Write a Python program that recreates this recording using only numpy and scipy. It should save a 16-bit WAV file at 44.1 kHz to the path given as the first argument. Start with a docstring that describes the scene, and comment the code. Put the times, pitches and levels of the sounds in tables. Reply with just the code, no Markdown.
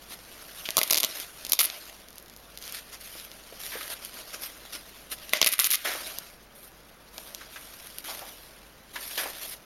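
"""A small, quiet furnished room: hands work in a nylon pouch held close to a small camera's microphone.
Twice they pull the hook-and-loop strip of an inner pocket apart: hooks snap and drum on the taut cloth.
Around this, fingers and cloth rub, small ticks sound and the flap is patted shut.
Rubbing is slipping-thread noise, pats are scuffs, and snaps and ticks are short filtered bursts.
Pats, snaps and ticks wake the room's echoes; hiss and a low hum lie beneath."""
import sys
import numpy as np
from scipy import signal
from scipy.fft import rfft, irfft
from scipy.io import wavfile
from scipy.ndimage import uniform_filter1d

SR = 44100
rng = np.random.default_rng(int(sys.argv[2]) if len(sys.argv) > 2 else 0)


def materialize(psi):
    """Save the field psi as 16-bit PCM at rate SR to the path in sys.argv[1].

    A 1-D psi becomes a single channel; in a 2-D psi each row is a channel.
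    """
    bounded = np.clip(np.atleast_2d(psi).T, -1, 1)
    quanta = np.round(bounded * 32767).astype(np.int16)
    wavfile.write(sys.argv[1], SR, quanta)


N = 425548
TIME = np.arange(N) / SR
HZ = np.fft.rfftfreq(N, 1 / SR)

# All table levels stand ahead of the recorder's gain control.
# Room noise spectrum: (frequency [Hz], relative level [dB])
ROOM_HISS = [(20, 2), (110, -2), (170, 1.5), (400, -2), (540, 0), (950, -5), (1500, -5), (3000, -14),
             (7000, -22), (12000, -56), (16000, -15.5)]
# Decay of the room's echoes: (frequency [Hz], time to fall 60 dB [s])
ROOM_T60 = [(200, 0.22), (2000, 0.33), (6000, 0.12)]
# Spectrum of rubbed cloth, shape within each band: (frequency [Hz], relative level [dB])
CLOTH_COLOUR = [(130, -30), (290, -4.5), (480, -6.5), (620, 1), (880, -8.5), (1400, 2.5), (3300, 5),
                (5800, 3), (7300, -1.5), (9500, 1.5), (12300, 5.5), (13600, -5), (16000, -16.5)]
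# Held pouch shifting all the while, ahead of the band trims in rubbing(): (time [s], level [dB])
SHIFT = [(0, -54.5), (.5, -49), (1.2, -38.5), (1.33, -51.5), (1.5, -45.5), (1.95, -65), (2.5, -56.5),
         (4.3, -49), (5.05, -53.5), (5.3, -48.5), (6.15, -46), (6.42, -63.5), (7.0, -60.5), (7.45, -52.5),
         (8.85, -59.5), (9.38, -45), (9.65, -62.5)]
SHIFT_HOLLOW_DB, SHIFT_FIZZ_DB = -7.5, -5  # against the shift level, ahead of the trims
# Fingers sliding over the cloth, ahead of the trims; hollow and fizz are against the level:
# (start [s], length [s], level [dB], hollow of the pouch [dB], fizz of the weave [dB])
SLIDES = [(0.1, 0.039, -45, -9, -5), (0.557, 0.15, -51, -12, -1), (1.11, 0.11, -39, -22, -5),
          (2.619, 0.17, -44.5, -12.5, -5), (2.924, 0.029, -44, -11.5, -5), (3.01, 0.24, -48.5, -25, -2),
          (3.6, 0.28, -45, -10, -1.5), (3.902, 0.029, -38, -6, -3.5), (4.026, 0.046, -46, -7, -2.5),
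          (4.141, 0.074, -46, -3, -5), (4.335, 0.02, -40.5, -4.5, -5), (4.42, 0.043, -40, -7, -1),
          (4.734, 0.022, -37, -10.5, -5.5), (5.118, 0.0073, -32.5, -11, -0.5), (6.064, 0.018, -38, -8, -3),
          (6.554, 0.13, -58, -6, 4), (7.144, 0.22, -54, -5, -0.5), (7.512, 0.5, -52, -11, -2),
          (8.939, 0.062, -49, 0, -1), (9.009, 0.2, -44, -11, -0.5), (9.417, 0.12, -43.5, -9.5, 1)]
SLIDE_ATTACK_S, SLIDE_RELEASE_S = 0.0065, 0.013
# Cloth let go or pushed over, rustling as it settles, ahead of the trims; hollow and fizz as above:
# (time [s], level [dB], decay time [s], hollow [dB], fizz [dB])
SETTLES = [(0.772, -32, 0.17, -6.5, -0.5), (0.909, -35, .11, 3, 0), (1.6, -32, 0.16, -6.5, -5.5),
           (5.335, -21.5, 0.052, -9.5, -13), (5.418, -23.5, 0.072, -18, -5.5), (5.6, -35.5, 0.25, -29, -3),
           (5.851, -27.5, 0.079, -4.5, -4), (8.045, -39.5, 0.2, -9, -3), (9.178, -29, 0.055, -3, -1.5)]
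SETTLE_RISE_S = 0.003
# Fingers and flap brushing the pouch: (time [s], level before the stroke's envelope [dB],
# centre frequency [Hz], decay time [s])
PATS = [(.654, -29, 3020, 0.011), (3.153, -38.5, 363, 0.0047), (3.523, -39.5, 515, 0.01),
        (3.719, -37, 1750, 0.068), (3.754, -32.5, 506, 0.0091), (3.81, -31, 1700, 0.0056),
        (5.853, -25.5, 1710, 0.059), (5.95, -32.5, 710, 0.013), (7.181, -36.5, 620, 0.005),
        (7.409, -40, 1590, 0.017), (7.559, -35.5, 1640, 0.014), (8.08, -39, 816, 0.049),
        (8.215, -41.5, 670, 0.051), (8.957, -28, 1530, 0.014), (9.179, -28.5, 1740, 0.044),
        (9.256, -32.5, 684, 0.021)]
# Distinct hook snaps, large and small, each at its own time, ahead of the panel and the gain in hooks():
# (time [s], level over 3 ms [dB], pitch [Hz], thump against level [dB], fizz against level [dB])
SNAPS = [(0.6888, -33.5, 2550, -4, -7), (0.7691, -8.5, 4900, -14, 0.5), (0.7802, -18, 5100, -4, 5),
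         (0.7857, -19, 5000, -10, -3), (0.7898, -19, 4200, -11.5, 2), (0.8147, -21, 2700, -5.5, -1),
         (0.8321, -19.5, 5300, -20, 2), (0.8358, -25, 4400, -28, 0), (0.8995, -30.0, 2780, -15, 3),
         (0.9076, -18, 5130, -14, 3), (0.9106, -13, 5200, -15.5, -5), (0.9261, -19.5, 5000, -9, 3),
         (0.9323, -16, 4800, -26, 0.5), (0.9447, -17, 5000, -20, -5), (0.9527, -28, 3100, -32, 1),
         (0.9579, -22, 5000, -17, -6), (0.9713, -21, 5300, -31, -3), (0.9759, -19, 4900, -18, -3),
         (0.978, -28, 4600, -13, 1), (0.9831, -21, 4630, -23, -1), (1.002, -23.5, 5030, -24, -1),
         (1.0058, -27, 4700, -15, 4), (1.0321, -20, 4400, -19, -2.5), (1.0394, -22, 3500, -9, -4),
         (1.047, -18.5, 4560, -17, -2), (1.5206, -13.5, 5560, -22, 2), (1.5329, -12, 4630, -20, 1.5),
         (1.5906, -20.5, 3520, -14, 3), (1.5921, -17.5, 4100, -19, -2), (1.596, -17.5, 4750, -17, -2),
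         (5.3344, -13.5, 2460, -6, -2), (5.4154, -6.5, 3350, -13, -6), (5.4274, -11, 2900, -10.5, -15),
         (5.445, -18.5, 3830, -24, 0), (5.4623, -18.5, 3533, -10, 2), (5.4706, -16.5, 3193, -29, -4),
         (5.4736, -24, 2990, -25, 10.5), (5.4786, -33, 2900, -27, 9), (5.4891, -29.5, 3700, -14, 9),
         (5.5254, -32, 4200, -15, 9), (5.5917, -22, 2510, -24, 7.5), (5.598, -13.5, 5100, -19, -1),
         (5.6434, -17.5, 5470, -24, -7), (5.7128, -25.0, 5030, -26, 0)]
# Stretches where the strip runs and bunches of hooks crowd, ahead of the panel and the gain in hooks():
# (start [s], end [s], typical bunch level [dB], its fizz against level [dB])
TEARS = [(1.599, 1.615, -24, 3), (1.617, 1.63, -41, 7), (1.631, 1.655, -33.5, 5.5),
         (5.464, 5.479, -22.5, -5), (5.519, 5.54, -30.5, 3.5), (5.596, 5.609, -30, 9),
         (5.612, 5.636, -38.5, 6), (5.644, 5.671, -30, 4.5), (5.703, 5.73, -32, 4.5),
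         (5.733, 5.756, -29.5, 4)]
# Notes of the stretched pocket: (frequency at release [Hz], time to fall 60 dB [s],
# lift while slack [dB], lift while taut [dB])
PANEL_MODES = [(650, 0.076, 6.5, -12), (1175, 0.012, 9.5, 12.5), (2050, 0.013, 2, 0.5)]
PANEL_SAG, PANEL_SAG_S = 0.15, 0.028  # share of pitch lost as the panel slackens, and its time constant
# The pocket is pulled taut: (start [s], end [s])
TAUT = [(1.5, 1.7), (5.5, 5.8)]
# Single small ticks of creases, and of lone hooks letting go during the pulls, ahead of the gain in ticks():
# (time [s], level over 3 ms [dB], pitch [Hz], fizz against level [dB])
TICKS = [(0.7058, -28, 4700, -0.5), (0.8769, -28.5, 5200, 2), (1.2005, -33.0, 3800, 3),
         (1.45, -31.0, 5600, -8), (1.4938, -40, 5500, -1), (1.7006, -26, 3170, -14), (2.1821, -43, 4900, 2),
         (3.3159, -43, 3500, -9), (3.6646, -38, 3460, -5), (4.0495, -40, 4000, 6), (5.372, -29, 4100, 1),
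         (5.5824, -33, 2900, 3), (5.6934, -33, 2800, 0), (6.1858, -30.0, 5640, 0.5),
         (7.1807, -35.5, 4080, -5.5), (7.3479, -33, 5070, -5), (7.9846, -38, 3570, 5),
         (9.1787, -32, 2370, -12)]
# Strained or pinched cloth crackling finely: (start [s], end [s], typical tick level [dB])
STRAINS = [(1.451, 1.5, -32.5), (2.068, 2.38, -47.5), (2.559, 2.72, -41.5), (5.291, 5.41, -36.5)]
EDGE_HZ = 15950  # upper limit of the recorded band


def amp(db):
    """Amplitude ratio for a level in dB."""
    return 10 ** (np.asarray(db) / 20)


def unit(x):
    """Scale to an RMS of one."""
    return x / np.sqrt(np.mean(x ** 2) + 1e-20)


def read(points, hz):
    """Read a table between its points on a log frequency axis."""
    f, value = np.transpose(points)
    return np.interp(np.log(hz + 1), np.log(f + 1), value)


def add(mix, s, sound):
    """Lay a sound into the mix at a time in seconds."""
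    part = mix[max(round(s * SR), 0):][:len(sound)]
    part += sound[:len(part)]


def below(hz, edge_hz, order=8):
    """Gain of a smooth low-pass."""
    return 1 / np.sqrt(1 + (hz / edge_hz) ** (2 * order))


def wander(rate_hz):
    """Slow random drift: noise low-passed at the rate, with an RMS of one."""
    return unit(irfft(rfft(rng.standard_normal(N)) * below(HZ, rate_hz, order=2), N))


def background(hiss_db=-54.5, hum_db=-63.0, hum_hz=49.5):
    """Steady coloured room noise, and a low hum that wavers in phase and level."""
    hiss = unit(irfft(rfft(rng.standard_normal(N)) * amp(read(ROOM_HISS, HZ)), N))
    phase = 2 * np.pi * hum_hz * TIME + .4 * wander(rate_hz=5)
    hum = np.sin(phase) * amp(1.5 * wander(rate_hz=5))
    return amp(hiss_db) * hiss + amp(hum_db) * unit(hum)


def motion():
    """Loudness of hollow, rasp and fizz: slides swell and stop, loose cloth dies away, the pouch shifts."""
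    t = TIME[::40]  # hand motion needs only a coarse clock
    moves = [(amp(np.interp(t, *np.transpose(SHIFT))), SHIFT_HOLLOW_DB, SHIFT_FIZZ_DB)]
    for s, length, db, hollow_db, fizz_db in SLIDES:
        swell = np.maximum(s - t, 0) / SLIDE_ATTACK_S
        stop = np.maximum(t - s - length, 0) / SLIDE_RELEASE_S
        moves.append((amp(db) * np.exp(-swell - stop), hollow_db, fizz_db))
    for s, db, decay_s, hollow_db, fizz_db in SETTLES:
        fade = np.exp(-np.maximum((s - t) / SETTLE_RISE_S, (t - s) / decay_s))
        moves.append((amp(db) * fade, hollow_db, fizz_db))
    # separate movements add as power
    power = sum(np.outer(amp([hollow_db, 0, fizz_db]), level) ** 2 for level, hollow_db, fizz_db in moves)
    return [np.interp(TIME, t, np.sqrt(band)) for band in power]


def slips(per_s, spread_db):
    """Threads catching and slipping: a dense train of clicks, a few of them large."""
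    sizes = amp(spread_db * np.minimum(rng.exponential(1, N), 5))
    signs = rng.choice([-1, 1], N)
    happens = rng.random(N) < per_s / SR
    return unit(sizes * signs * happens)


def folds(x, patch=5, depth_db=2.5):
    """Shifting folds favour changing patches of the spectrum, equally deep at every pitch."""
    _, _, z = signal.stft(x, nperseg=512)
    patches = uniform_filter1d(rng.standard_normal(z.shape), patch, 0)
    patches = unit(uniform_filter1d(patches, patch, 1))
    return signal.istft(z * amp(depth_db * patches), nperseg=512)[1][:N]


def rubbing(body_db=-1.5, rasp_db=0.0, weave_db=2.2, crinkle=0.54, uneven_db=1.0):
    """Slips of the weave, clumped by the uneven stroke, sound in the hollow, the cloth and its surface."""
    stroke = amp(1.1 * wander(rate_hz=60))
    fine = slips(per_s=14000, spread_db=1.8)
    coarse = slips(per_s=320, spread_db=2.3)
    drive = (fine + crinkle * coarse) * stroke * amp(uneven_db * wander(rate_hz=17.7))
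    spectrum = rfft(folds(drive)) * amp(read(CLOTH_COLOUR, HZ))
    low, mid = below(HZ, 1100), below(HZ, 7900)
    bands = (low, mid - low, 1 - mid)  # hollow, rasp, fizz
    body, rasp, fizz = (unit(irfft(spectrum * band, N)) * level for band, level in zip(bands, motion()))
    return amp(body_db) * body + amp(rasp_db) * rasp + amp(weave_db) * fizz


def pats(size=8192):
    """A soft contact: a short scuff in one broad resonance of the cloth."""
    t = np.arange(size) / SR
    hz = np.fft.rfftfreq(size, 1 / SR) + 1
    out = np.zeros(N)
    for s, db, centre_hz, decay_s in PATS:
        grit = rng.standard_normal(size)
        peak = 1 / np.hypot(1, 2 * (hz / centre_hz - centre_hz / hz))
        resonance = below(centre_hz / 2, hz, order=2) * peak  # also cuts well below the centre
        stroke = (1 - np.exp(-t / .001)) * np.exp(-t / decay_s)
        add(out, s, amp(db) * unit(irfft(rfft(grit) * resonance)) * stroke)
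    return out


def room(x, wet_db, size=22050):
    """A small furnished room: scattered echoes that die sooner in the treble."""
    echoes = rng.random(size) < 3000 / SR  # 3000 a second on average
    after_gap = np.arange(size) > .004 * SR  # none within 4 ms
    taps = rng.standard_normal(size) * echoes * after_gap
    hz, t, z = signal.stft(taps, SR, nperseg=256)
    decay = np.exp(-np.log(1000) * t / read(ROOM_T60, hz)[:, None])
    tail = signal.istft(z * decay, SR, nperseg=256)[1]
    return x + amp(wet_db) * signal.fftconvolve(x, tail / np.linalg.norm(tail))[:N]


def snap(db, pitch_hz, thump_db, fizz_db, size=1024, thump_hz=1000, width=1.68, fizz_hz=11000,
         straggle_db=-4, quiver_db=-11):
    """A sharp release, stragglers (more in a loud snap) and a quiver, heard as thump, pitch and fizz."""
    t = np.arange(size) / SR
    stragglers = rng.standard_normal(size) * np.exp(-t / .0012)
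    quiver = rng.standard_normal(size) * np.exp(-t / .005)
    # the hook chatters for about a millisecond as it slips free
    chatter, gap = np.zeros(size), rng.integers(9, 20)
    chatter[:4 * gap:gap] = -.55, .7, .38, .21
    bunch = amp(np.minimum(db, -12) + 20)  # grows with level, up to -12 dB
    drive = chatter + amp(straggle_db) * bunch * stragglers / np.linalg.norm(stragglers)
    drive += amp(quiver_db) * quiver / np.linalg.norm(quiver)
    # (filter order, low edge [Hz], high edge [Hz], level against the snap [dB])
    bands = [(1, 190, thump_hz, thump_db),
             (2, pitch_hz / width, pitch_hz * width, 0),
             (2, fizz_hz / 1.15, fizz_hz * 1.15, fizz_db)]
    out = np.zeros(size)
    for order, low_hz, high_hz, part_db in bands:
        part = signal.lfilter(*signal.butter(order, (low_hz, high_hz), "bandpass", fs=SR), drive)
        out += amp(db + part_db) * part / part[:round(.003 * SR)].std()  # level over the first 3 ms
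    return out


def panel(x, size=8192):
    """The stretched pocket rings after each release, its notes sinking; taut, its lowest note weakens."""
    t = np.arange(size) / SR
    turns = np.cumsum(1 - PANEL_SAG * (1 - np.exp(-t / PANEL_SAG_S))) / SR
    taut = sum((TIME > start) & (TIME < end) for start, end in TAUT)
    out = x
    for hz, t60, slack_db, taut_db in PANEL_MODES:
        fade = np.exp(-np.log(1000) * t / t60)
        ring = 2 * np.cos(2 * np.pi * hz * turns) * fade / fade.sum()
        lift = np.where(taut, amp(taut_db), amp(slack_db))
        out = out + signal.oaconvolve(x * lift, ring)[:N]
    return out


def hooks(gain_db=7.0, crowd_pitch_hz=4000, crowd_thump_db=-24):
    """Distinct snaps, large and small, each at its own time; where the strip runs, others crowd in."""
    out = np.zeros(N)
    for s, *settings in SNAPS:
        add(out, s, snap(*settings))
    per_s, scatter_db, scatter_octaves = 380, 3, .6
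    for start, end, db, fizz_db in TEARS:
        for s in np.arange(start, end, 1 / per_s):
            late = rng.uniform(-.4, .8)  # share of the mean gap
            loud_db, bright_db = rng.normal(0, scatter_db, 2)
            pitch_hz = crowd_pitch_hz * 2 ** rng.uniform(-scatter_octaves, scatter_octaves)
            bunch = snap(db + loud_db, pitch_hz, crowd_thump_db, fizz_db + bright_db - loud_db / 2)
            add(out, s + late / per_s, bunch)
    return amp(gain_db) * panel(out)


def ticks(per_s=40, scatter_db=4.0, thread_hz=4800, thump_db=-14, gain_db=2.5):
    """Creases and lone hooks tick as small snaps without the panel's ring; strained threads tick at random."""
    events = list(TICKS)
    for start, end, db in STRAINS:
        for s in np.arange(start, end, 1 / per_s):
            late_s = rng.random() / per_s
            level_db = db - gain_db + scatter_db * rng.standard_normal()  # the gain is given back below
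            pitch_hz = thread_hz * 2 ** rng.uniform(-0.56, 0.78)
            events.append((s + late_s, level_db, pitch_hz, -2))
    out = np.zeros(N)
    for s, db, pitch_hz, fizz_db in events:
        add(out, s, snap(db, pitch_hz, thump_db, fizz_db))
    return amp(gain_db) * out


def scene():
    """Background and rubbing stay close and dry; pats, ticks and snaps wake the room."""
    close = background() + rubbing()
    return (close + room(pats() + ticks() + hooks(), wet_db=-16.0))[None]


def record(dry, notch_hz=7880, notch_width_hz=1300, ceiling=0.53, threshold_db=-30, squeeze=0.34,
           recovery_db_per_s=55):
    """Gain control ducks loud moments, peaks round off, the microphone has a deep notch and a band limit."""
    power_db = 10 * np.log10(abs(uniform_filter1d(dry[0] ** 2, size=260)) + 1e-12)
    # hold each peak of the level and let it fall at a steady rate
    fall_db = recovery_db_per_s * TIME
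    held_db = np.maximum.accumulate(power_db + fall_db) - fall_db
    over_db = np.maximum(held_db - threshold_db, 0)
    ducked = dry / amp(squeeze * uniform_filter1d(over_db, size=100))
    rounded = ceiling * np.tanh(ducked / ceiling)
    b, a = signal.iirnotch(notch_hz, notch_hz / notch_width_hz, SR)
    heard = signal.lfilter(b, a, rounded)
    band_limit = signal.firwin(255, EDGE_HZ, window=("kaiser", 9), fs=SR)
    return signal.oaconvolve(heard, band_limit[None], "same")


dry = scene()
out = record(dry)
materialize(out)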